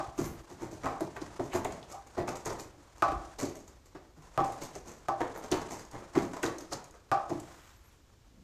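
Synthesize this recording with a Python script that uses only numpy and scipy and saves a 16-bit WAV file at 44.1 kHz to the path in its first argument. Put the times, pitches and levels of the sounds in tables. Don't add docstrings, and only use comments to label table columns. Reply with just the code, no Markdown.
import sys
import numpy as np
from scipy import signal
from scipy.fft import rfft, irfft, next_fast_len
from scipy.io import wavfile
from scipy.ndimage import uniform_filter1d, map_coordinates

SR = 44100
rng = np.random.default_rng(int(sys.argv[2]) if len(sys.argv) > 2 else 0)


def generate_wav(signal):
    frames = np.transpose(np.atleast_2d(signal))
    scaled = np.clip(frames, -1, 1) * 32767
    pcm = np.round(scaled).astype(np.int16)
    wavfile.write(sys.argv[1], SR, pcm)


N = 371763
T = np.arange(SR // 2) / SR
TOP_HZ = 14500

# start in seconds, length in
# seconds, relative push in dB, hardness of the contact in Hz, thud of the tower in dB, relative claw hiss
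# in dB, relative scrape of the backing in dB.
PAW_STROKES = [(0.174, 0.067, -33, 290, -37, -44.5, -40), (0.495, 0.047, -48, 480, -52.5, -58, -52.5),
               (0.599, 0.062, -48, 497, -45, -53, -43), (0.712, 0.04, -44, 596, -52.5, -54.5, -60),
               (0.828, 0.061, -38, 600, -48, -51, -38), (1, 0.037, -31, 680, -42, -48.5, -39.5),
               (1.21, 0.044, -56, 400, -50, -58, -49.5), (1.391, 0.032, -32.5, 750, -40, -64, -39.5),
               (1.531, 0.05, -30.5, 1070, -45, -41, -32.5), (1.645, 0.033, -34, 1300, -58, -60, -34),
               (1.715, 0.032, -45, 730, -49, -49, -46.5), (2.171, 0.039, -30, 684, -40, -53.5, -37),
               (2.273, 0.04, -39, 1100, -46.5, -45.5, -37.5), (2.452, 0.071, -40, 700, -49, -45, -36.5),
               (2.589, 0.034, -46, 1200, -57, -44.5, -50), (2.753, 0.076, -60.5, 700, -67, -72.5, -72),
               (3.416, 0.035, -32, 1010, -41.5, -42, -42), (3.546, 0.052, -48.5, 1200, -57.5, -51.5, -56),
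               (3.953, 0.015, -50, 460, -58, -83, -50), (4.166, 0.022, -57.5, 450, -55.5, -71, -63),
               (4.395, 0.026, -33.5, 330, -37.5, -56, -33), (4.612, 0.036, -42, 453, -49.5, -45, -46),
               (4.746, 0.037, -44.5, 860, -55, -46, -47.5), (4.852, 0.045, -51, 700, -55.5, -56.5, -62),
               (5.208, 0.015, -34, 820, -48, -52, -30.5), (5.514, 0.042, -33, 1010, -49, -40, -31),
               (5.703, 0.05, -43, 750, -51.5, -45, -44), (5.917, 0.078, -46.5, 790, -51.5, -61, -45.5),
               (6.151, 0.042, -28, 433, -36, -48, -35.5), (6.199, 0.08, -38.5, 600, -56, -49, -43.5),
               (6.43, 0.04, -31, 860, -54, -38.5, -34), (6.606, 0.021, -46, 523, -57, -48.5, -50),
               (6.719, 0.026, -40, 900, -49, -43, -39), (7.29, 0.061, -32.5, 653, -41.5, -58, -43)]
# frequency in Hz, relative level in dB.
PILE_SPECTRUM = [(900, -38), (2200, -6), (3300, -14.5), (4400, -8), (5400, -5), (6400, 2.5), (7300, 0),
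                 (8300, -5), (10200, -12.5), (12500, -7.5), (14500, -23)]


def amp(db):
    return 10 ** (np.asarray(db) / 20)


def unit(x):
    return x / np.sqrt(np.mean(x ** 2) + 1e-20)


def crest(x):
    span = round(.0073 * SR)
    return x / np.sqrt(uniform_filter1d(x ** 2, span).max() + 1e-20)


def along(points, hz):
    f, v = np.transpose(points)
    return np.interp(np.log(hz + 1), np.log(f + 1), v)


def add(track, s, x):
    start = max(0, round(s * SR))
    track[start:start + len(x)] += x[:max(0, N - start)]


def filtered(x, response):
    size = next_fast_len(len(x) + 8192)
    hz = np.fft.rfftfreq(size, 1 / SR)
    return irfft(rfft(x, size) * response(hz), size)[:len(x)]


def coloured(x, spectrum):
    return filtered(x, lambda hz: amp(along(spectrum, hz)))


def ringing(x, modes):
    def response(hz):
        total = 0
        for k, (centre, width, db) in enumerate(modes):
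            damping = 1j * hz * width
            total = total + (-1) ** k * amp(db) * damping / (centre * centre - hz * hz + damping)
        return total
    return filtered(x, response)


def swell(length):
    rise_share = 0.37
    return rise_share * length, (1 - rise_share) * length


def stroke(rise, fall):
    build_up = np.sqrt(np.minimum(T / max(rise, .001), 1))
    return build_up * np.exp(-np.maximum(T - rise, 0) / max(fall, .002))


def press(rise, fall):
    return stroke(rise, fall) * np.sqrt(np.minimum(T / max(rise, .001), 1))


def wobble(rate, size):
    knots = rng.standard_normal(1024)
    return map_coordinates(knots, [np.arange(size) * rate / SR], mode="mirror")


def slips(rate, spread_db):
    hits = rng.random(len(T)) < rate / SR
    sizes = amp(spread_db * np.clip(rng.standard_normal(len(T)), -2, 2))
    return unit(hits * sizes * rng.choice([-1, 1], len(T)))


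def in_room(x, wet_db, gap=0.0023):
    # frequency in Hz, time to fall by 60 dB in seconds.
    decay = [(100, 0.45), (330, 0.56), (700, 0.56), (1100, 0.45), (3000, 0.43), (7000, 0.24), (14000, 0.26)]
    hz, t, z = signal.stft(rng.standard_normal(len(T) + SR // 10), SR, nperseg=256)
    tail = signal.istft(z * amp(-60 * t / along(decay, hz)[:, None]), SR, nperseg=256)[1]
    tail *= 1 - np.exp(-(np.arange(len(tail)) / SR / gap) ** 2)
    response = amp(wet_db) * tail / np.linalg.norm(tail)
    response[0] += 1
    return signal.fftconvolve(x, response)


def room_tone():
    # frequency in Hz, relative level in dB.
    air = [(20, -8), (55, 4), (110, -5), (180, -15), (350, -14.5), (800, -26.5), (2500, -29.5), (7000, -31),
           (10000, -42.5), (14500, -39.5)]
    return amp(-60.0) * unit(coloured(rng.standard_normal(N), air))


def squeak():
    track = np.zeros(N)
    # time in seconds, pitch in Hz, level in dB.
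    glide = [(7.755, 12200, -92), (7.772, 11900, -71), (7.795, 11250, -81), (7.817, 10500, -92),
             (7.838, 11250, -77), (7.878, 11780, -71), (7.912, 10650, -87), (7.935, 10400, -80),
             (7.97, 9600, -93)]
    s, hz, db = np.transpose(glide)
    t = np.arange(s[0], s[-1], 1 / SR)
    cycles = np.cumsum(np.interp(t, s, hz)) / SR
    tone = unit(np.sin(2 * np.pi * cycles))
    add(track, s[0], amp(np.interp(t, s, db)) * tone)
    return track


def breath():
    track = np.zeros(N)
    # time in seconds, level in dB.
    level = [(7.3, -88), (7.45, -63), (7.58, -60.5), (7.7, -60), (7.8, -68.5), (7.94, -68), (8.1, -92)]
    # frequency in Hz, relative level in dB.
    hiss = [(300, -11), (1200, 4), (2500, -2), (4500, -8.5), (7500, -4.5), (10000, -18), (14500, -11.5)]
    s, db = np.transpose(level)
    t = np.arange(s[0], s[-1], 1 / SR)
    grain = rng.standard_normal(len(t)) * amp(1.7 * wobble(300, size=len(t)))
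    add(track, s[0], amp(np.interp(t, s, db)) * unit(coloured(grain, hiss)))
    return track


def fur():
    # time in seconds, relative level in dB.
    brushing = [(0.0, -51.5), (0.45, -57), (1.3, -53.5), (1.71, -50.5), (2.02, -59), (2.44, -54),
                (2.72, -59.5), (2.9, -62.5), (3.15, -51.5), (3.4, -58), (3.801, -68), (4.15, -65.5),
                (4.3, -57), (4.58, -48), (4.93, -59.5), (5.59, -51), (5.9, -56), (6.6, -50.5),
                (7.03, -64.5), (7.42, -51.5), (7.7, -65.5), (7.98, -70.5), (8.43, -73)]
    # frequency in Hz, relative level in dB.
    coat = [(200, 3.5), (350, 6.5), (1000, 9.5), (2800, -5), (4500, -6), (6800, -3), (9500, -12.5),
            (14500, -28)]
    level_db = -2.5 + np.interp(np.arange(N) / SR, *np.transpose(brushing))
    tufts = amp(2.5 * wobble(110, size=N))
    brush = coloured(rng.standard_normal(N) * tufts, coat)
    return amp(level_db + 2 * wobble(16, size=N)) * unit(brush)


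def knocks():
    track = np.zeros(N)
    # start in seconds, level in dB, crack in dB, weight of the low modes in dB, treble tilt in dB
    hits = [(0.0, -32, -53, 5, -4), (0.858, -30, -54.5, 0, 3), (3.023, -20, -44.5, 1, 7),
            (3.082, -43.5, -54, 12.5, 6), (3.12, -34, -62, 15, 3), (3.948, -57, -65, 15, 9),
            (4.377, -24.5, -56, 1.5, -4), (5.085, -25.5, -52.5, -0.5, -6), (5.207, -33.5, -69, -15, 4),
            (7.116, -23, -46, -0.5, 1.5)]
    # pitch in Hz, width in Hz, relative level in dB.
    wood = [(130, 45, -9), (278, 35, -11), (342, 35, -3), (590, 90, -3), (725, 80, 3), (792, 10, 11),
            (863, 26, -1), (1024, 18, 2), (1085, 130, -4), (1146, 16, 6), (1190, 80, -2), (1299, 40, -1),
            (1456, 70, -11), (1950, 300, -23), (2300, 260, -21)]
    # frequency in Hz, gain in dB.
    padding = [(1300, 0), (1550, -.5), (1900, -4), (2400, -6), (4000, -14)]
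    # frequency in Hz, relative level in dB.
    edge = [(800, -12), (1700, -1), (2250, 1), (2900, -6), (5000, -1), (7500, -6), (10000, -20),
            (14500, -26)]
    low_modes_hz, tilt_above_hz = 520, 900
    chatter_db, grit_db = -24, -9.5
    contact = signal.unit_impulse(len(T))
    for s, db, crack_db, low_db, tilt_db in hits:
        struck = []
        for hz, width, level in wood:
            tilt = tilt_db * max(0, np.log2(hz / tilt_above_hz))
            struck.append((hz, width, level + low_db * (hz < low_modes_hz) + tilt))
        blow = in_room(contact, wet_db=-1.5, gap=0.005)
        add(blow, 0, amp(chatter_db) * rng.standard_normal(len(T)) * stroke(rise=0.0059, fall=0.0035))
        crack = in_room(contact, wet_db=19.0)
        add(crack, 0, amp(grit_db) * rng.standard_normal(len(T)) * stroke(rise=.0005, fall=0.0075))
        knock = amp(db) * crest(coloured(ringing(blow, struck), padding))
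        add(track, s, knock + amp(crack_db) * crest(coloured(crack, edge)))
    return track


def rubs():
    track = np.zeros(N)
    # start in seconds, length in seconds, level in dB, pitch in Hz.
    passes = [(0.843, 0.037, -42, 870), (0.947, 0.065, -47, 890), (1.922, 0.057, -42.5, 830),
              (1.958, 0.043, -54, 1020), (2.315, 0.033, -42, 910), (6.154, 0.0052, -37, 1250)]
    # pitch in Hz, width in Hz, relative level in dB.
    wood = [(130, 45, -9), (278, 35, -11), (342, 35, -3), (590, 90, -3), (725, 80, 3), (792, 10, 11),
            (863, 26, -1), (1024, 18, 2), (1085, 130, -4), (1146, 16, 6), (1190, 80, -2), (1299, 40, -1),
            (1456, 70, -11), (1950, 300, -23), (2300, 260, -21)]
    for s, length, db, hz in passes:
        rubbing = ringing(slips(rate=760, spread_db=3.5) * stroke(*swell(length)), wood)
        pitched = ringing(rubbing, [(hz, hz / 3, 0)])
        add(track, s, in_room(amp(db) * crest(pitched), wet_db=-12.5))
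    return track


def sways():
    track = np.zeros(N)
    # start in seconds, length in seconds, level in dB, pitch in Hz.
    leans = [(0.077, .012, -41, 80), (0.213, 0.17, -43, 55), (3.043, 0.16, -42, 47.7),
             (3.156, 0.01, -38, 54.6), (8.31, 0.2, -57, 175)]
    for s, length, db, hz in leans:
        base = [(hz, hz, 0)]
        rocking = rng.standard_normal(len(T)) * stroke(*swell(length))
        add(track, s, amp(db) * crest(ringing(ringing(rocking, base), base)))
    return track


def recoils():
    track = np.zeros(N)
    # start in seconds, level in dB, pitch in Hz.
    springs = [(0.186, -27, 345), (0.626, -34, 340), (1.216, -34, 328), (1.393, -31.5, 387),
               (3.425, -33.5, 404), (3.949, -43.5, 330), (5.216, -32, 318), (5.517, -24.5, 362),
               (6.171, -21, 349), (6.433, -32.5, 345), (7.317, -44, 297), (7.352, -34.5, 328)]
    for s, db, hz in springs:
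        swing = np.sin(2 * np.pi * hz * T) * stroke(rise=0.0094, fall=0.004)
        add(track, s, in_room(amp(db) * crest(swing), wet_db=-11))
    return track


def paws():
    track = np.zeros(N)
    # pitch in Hz, width in Hz, relative level in dB.
    platform = [(268, 45, -4), (342, 55, 0), (400, 70, -6), (550, 130, -12), (700, 160, -7)]
    # frequency in Hz, relative level in dB.
    thud_spectrum = [(25, -41.5), (60, -24), (100, -8), (145, -6), (185, -10.5), (230, -14.5), (500, -56)]
    thud_lag_s = .008
    for s, length, push_db, hard_hz, thud_db, *_ in PAW_STROKES:
        rise, fall = swell(length)
        judder = slips(rate=1500, spread_db=3) * press(rise, fall * .5)
        force = filtered(judder, lambda hz: 1 / (1 + 1j * np.sqrt(2) * hz / hard_hz - (hz / hard_hz) ** 2))
        thump = amp(push_db + 1.67) * crest(ringing(force, platform))
        shake = rng.standard_normal(len(T)) * stroke(rise, fall)
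        thud = amp(thud_db) * crest(coloured(shake, thud_spectrum))
        add(track, s, in_room(thump, wet_db=-6.5))
        add(track, s + thud_lag_s, in_room(thud, wet_db=-1.5))
    return track


def flicks():
    track = np.zeros(N)
    # start in seconds, relative level in dB, pitch in Hz.
    ticks = [(1.646, -39, 7100), (2.071, -56, 6450), (2.407, -61, 6500), (2.45, -49, 6600),
             (2.456, -36, 6300), (2.474, -43, 6600), (2.53, -48, 6750), (5.084, -46.5, 6200),
             (5.912, -52, 6240), (6.332, -66, 6300), (6.583, -42, 6240), (6.841, -49, 6400),
             (6.908, -55, 6500), (7.294, -50, 6500), (7.4, -48, 7100)]
    sharpness = 6
    for s, db, hz in ticks:
        skid = slips(rate=9000, spread_db=2) * stroke(rise=.002, fall=.003)
        tip = [(hz, hz / sharpness, 0)]
        add(track, s, in_room(amp(db - 2.0) * crest(ringing(skid, tip)), wet_db=-5))
    return track


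def snags():
    track = np.zeros(N)
    # release in seconds, level of the twang in dB, pitch in Hz, rise in seconds, fall in seconds.
    caught = [(0.261, -53.5, 13000, 0.041, 0.053), (1.01, -54, 10500, 0.0032, 0.005),
              (1.165, -44, 1810, 0.00059, .0045), (1.217, -51.5, 4800, 0.0022, 0.008),
              (1.535, -45, 2100, 0.012, 0.0026), (1.547, -53, 2000, 0.0023, .0038),
              (1.563, -52, 11000, 0.01, .014), (1.65, -45, 2120, .0015, 0.0045),
              (1.829, -53.5, 3130, .001, 0.0025), (1.926, -52, 6200, 0.0044, .004),
              (2.281, -47, 2200, 0.0017, 0.0044), (2.289, -47.5, 5800, 0.0036, 0.0093),
              (2.468, -46, 1800, 0.0053, 0.0034), (2.501, -49, 5200, .004, 0.0067),
              (3.388, -48, 5200, .001, 0.0056), (5.38, -56, 12900, 0.011, 0.0089),
              (5.516, -37, 5900, 0.00068, 0.0041), (5.523, -36.5, 3140, 0.0038, 0.0035),
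              (6.431, -42.5, 6400, 0.0017, 0.0035), (6.434, -33, 1820, 0.0017, .004),
              (6.463, -42, 4500, .003, .0042), (6.731, -42, 5360, 0.0092, 0.0068),
              (6.732, -39.5, 5500, 0.0012, 0.0051), (7.303, -54, 5130, 0.0064, 0.0083),
              (7.4, -57.5, 8500, .001, .0025)]
    lead, sharpness = .1, 1.3
    for s, db, hz, rise, fall in caught:
        strain = np.exp(-np.maximum((lead - T) / max(rise, .0005), (T - lead) / max(fall, .001)))
        release = slips(rate=9000, spread_db=3) * strain
        loop = [(hz, hz / sharpness, 0)]
        twang = crest(ringing(ringing(release, loop), loop))
        rasp = .3 * crest(coloured(release, PILE_SPECTRUM))
        add(track, s - lead, in_room(amp(db) * (twang + rasp), wet_db=-7.0))
    return track


def plucks(rate, spread_db, centre_hz, cycles):
    count = int(rate * T[-1])
    hz = np.clip(centre_hz * 2 ** (0.68 * rng.standard_normal((count, 1))), 900, TOP_HZ)
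    size = amp(spread_db * np.clip(rng.standard_normal((count, 1)), -2, 2))
    age = np.arange(SR // 200)
    phase = hz * age / SR
    grains = size * np.sin(2 * np.pi * phase) * np.exp(-phase / cycles)
    starts = rng.integers(len(T), size=(count, 1))
    return unit(np.bincount((starts + age).ravel(), grains.ravel(), len(T))[:len(T)])


def rips():
    loops_per_s, scatter = 125, .6
    fall_s, drag = .0018, .25
    gaps = np.exp(scatter * rng.standard_normal(256)) / loops_per_s
    starts = np.cumsum(gaps) - gaps[0]
    loop = np.searchsorted(starts, T, side="right") - 1
    sizes = amp(rng.uniform(-3, 3, len(gaps)))
    return drag + sizes[loop] * np.exp(-(T - starts[loop]) / fall_s)


def claws():
    track = np.zeros(N)
    # start in seconds, length in seconds,
    # relative hiss in dB, relative scrape of the backing in dB.
    grazes = [(0.232, 0.043, -46, -46.5), (1.158, 0.024, -60, -43), (1.42, 0.056, -55, -60),
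              (1.885, 0.057, -50, -48.5), (2.02, 0.01, -69, -59), (2.061, 0.02, -62, -56.5),
              (2.354, 0.013, -45.5, -46), (2.96, 0.054, -58, -56), (3.385, 0.026, -40, -41),
              (3.485, 0.028, -51.5, -52), (3.665, 0.035, -54, -58), (3.853, 0.024, -60.5, -64),
              (4.219, 0.023, -62, -59), (4.434, 0.038, -48, -41), (4.514, 0.025, -51, -46.5),
              (4.864, 0.076, -50.5, -49.5), (5.337, 0.069, -55, -43.5), (5.436, 0.02, -50, -42),
              (5.608, 0.016, -49, -43.5), (5.785, 0.022, -49.5, -49.5), (5.843, 0.027, -54.5, -59),
              (6.021, 0.011, -73.5, -50), (6.33, 0.019, -49.5, -42), (6.363, 0.013, -50.5, -38.5),
              (6.476, 0.021, -64, -38.5), (6.843, 0.024, -65, -62), (6.935, 0.035, -64, -56)]
    # frequency in Hz, relative level in dB.
    backing = [(250, 2.5), (480, 7), (700, 3), (900, 4.5), (1100, 3), (1550, -5.5), (2000, -5.5),
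               (2800, -18), (5000, -21), (12000, -51.5)]
    lead_s, stretch = 0.0043, 0.97
    pulls = []
    for s, length, *_, hiss_db, scrape_db in PAW_STROKES:
        pulls.append((s - lead_s, length * stretch, hiss_db, scrape_db))
    for s, length, hiss_db, scrape_db in pulls + grazes:
        pressure = press(*swell(length)) * rips()
        crackle = plucks(rate=2200, spread_db=3.5, centre_hz=5500, cycles=2.5)
        fibres = (slips(rate=6000, spread_db=3) + crackle) * pressure
        tugs = slips(rate=2500, spread_db=2) * pressure
        hiss = amp(hiss_db - 1.9) * crest(coloured(fibres, PILE_SPECTRUM))
        scrape = amp(scrape_db + 1) * crest(coloured(tugs, backing))
        add(track, s, in_room(hiss + scrape, wet_db=-3.0))
    return track


def scene():
    background = room_tone() + squeak() + breath() + fur()
    tower = knocks() + rubs() + sways() + recoils()
    cat = paws() + flicks() + snags() + claws()
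    return (background + tower + cat)[None]


def record(dry):
    return np.array([filtered(x, lambda hz: hz < TOP_HZ) for x in dry])


dry = scene()
out = record(dry)
generate_wav(out)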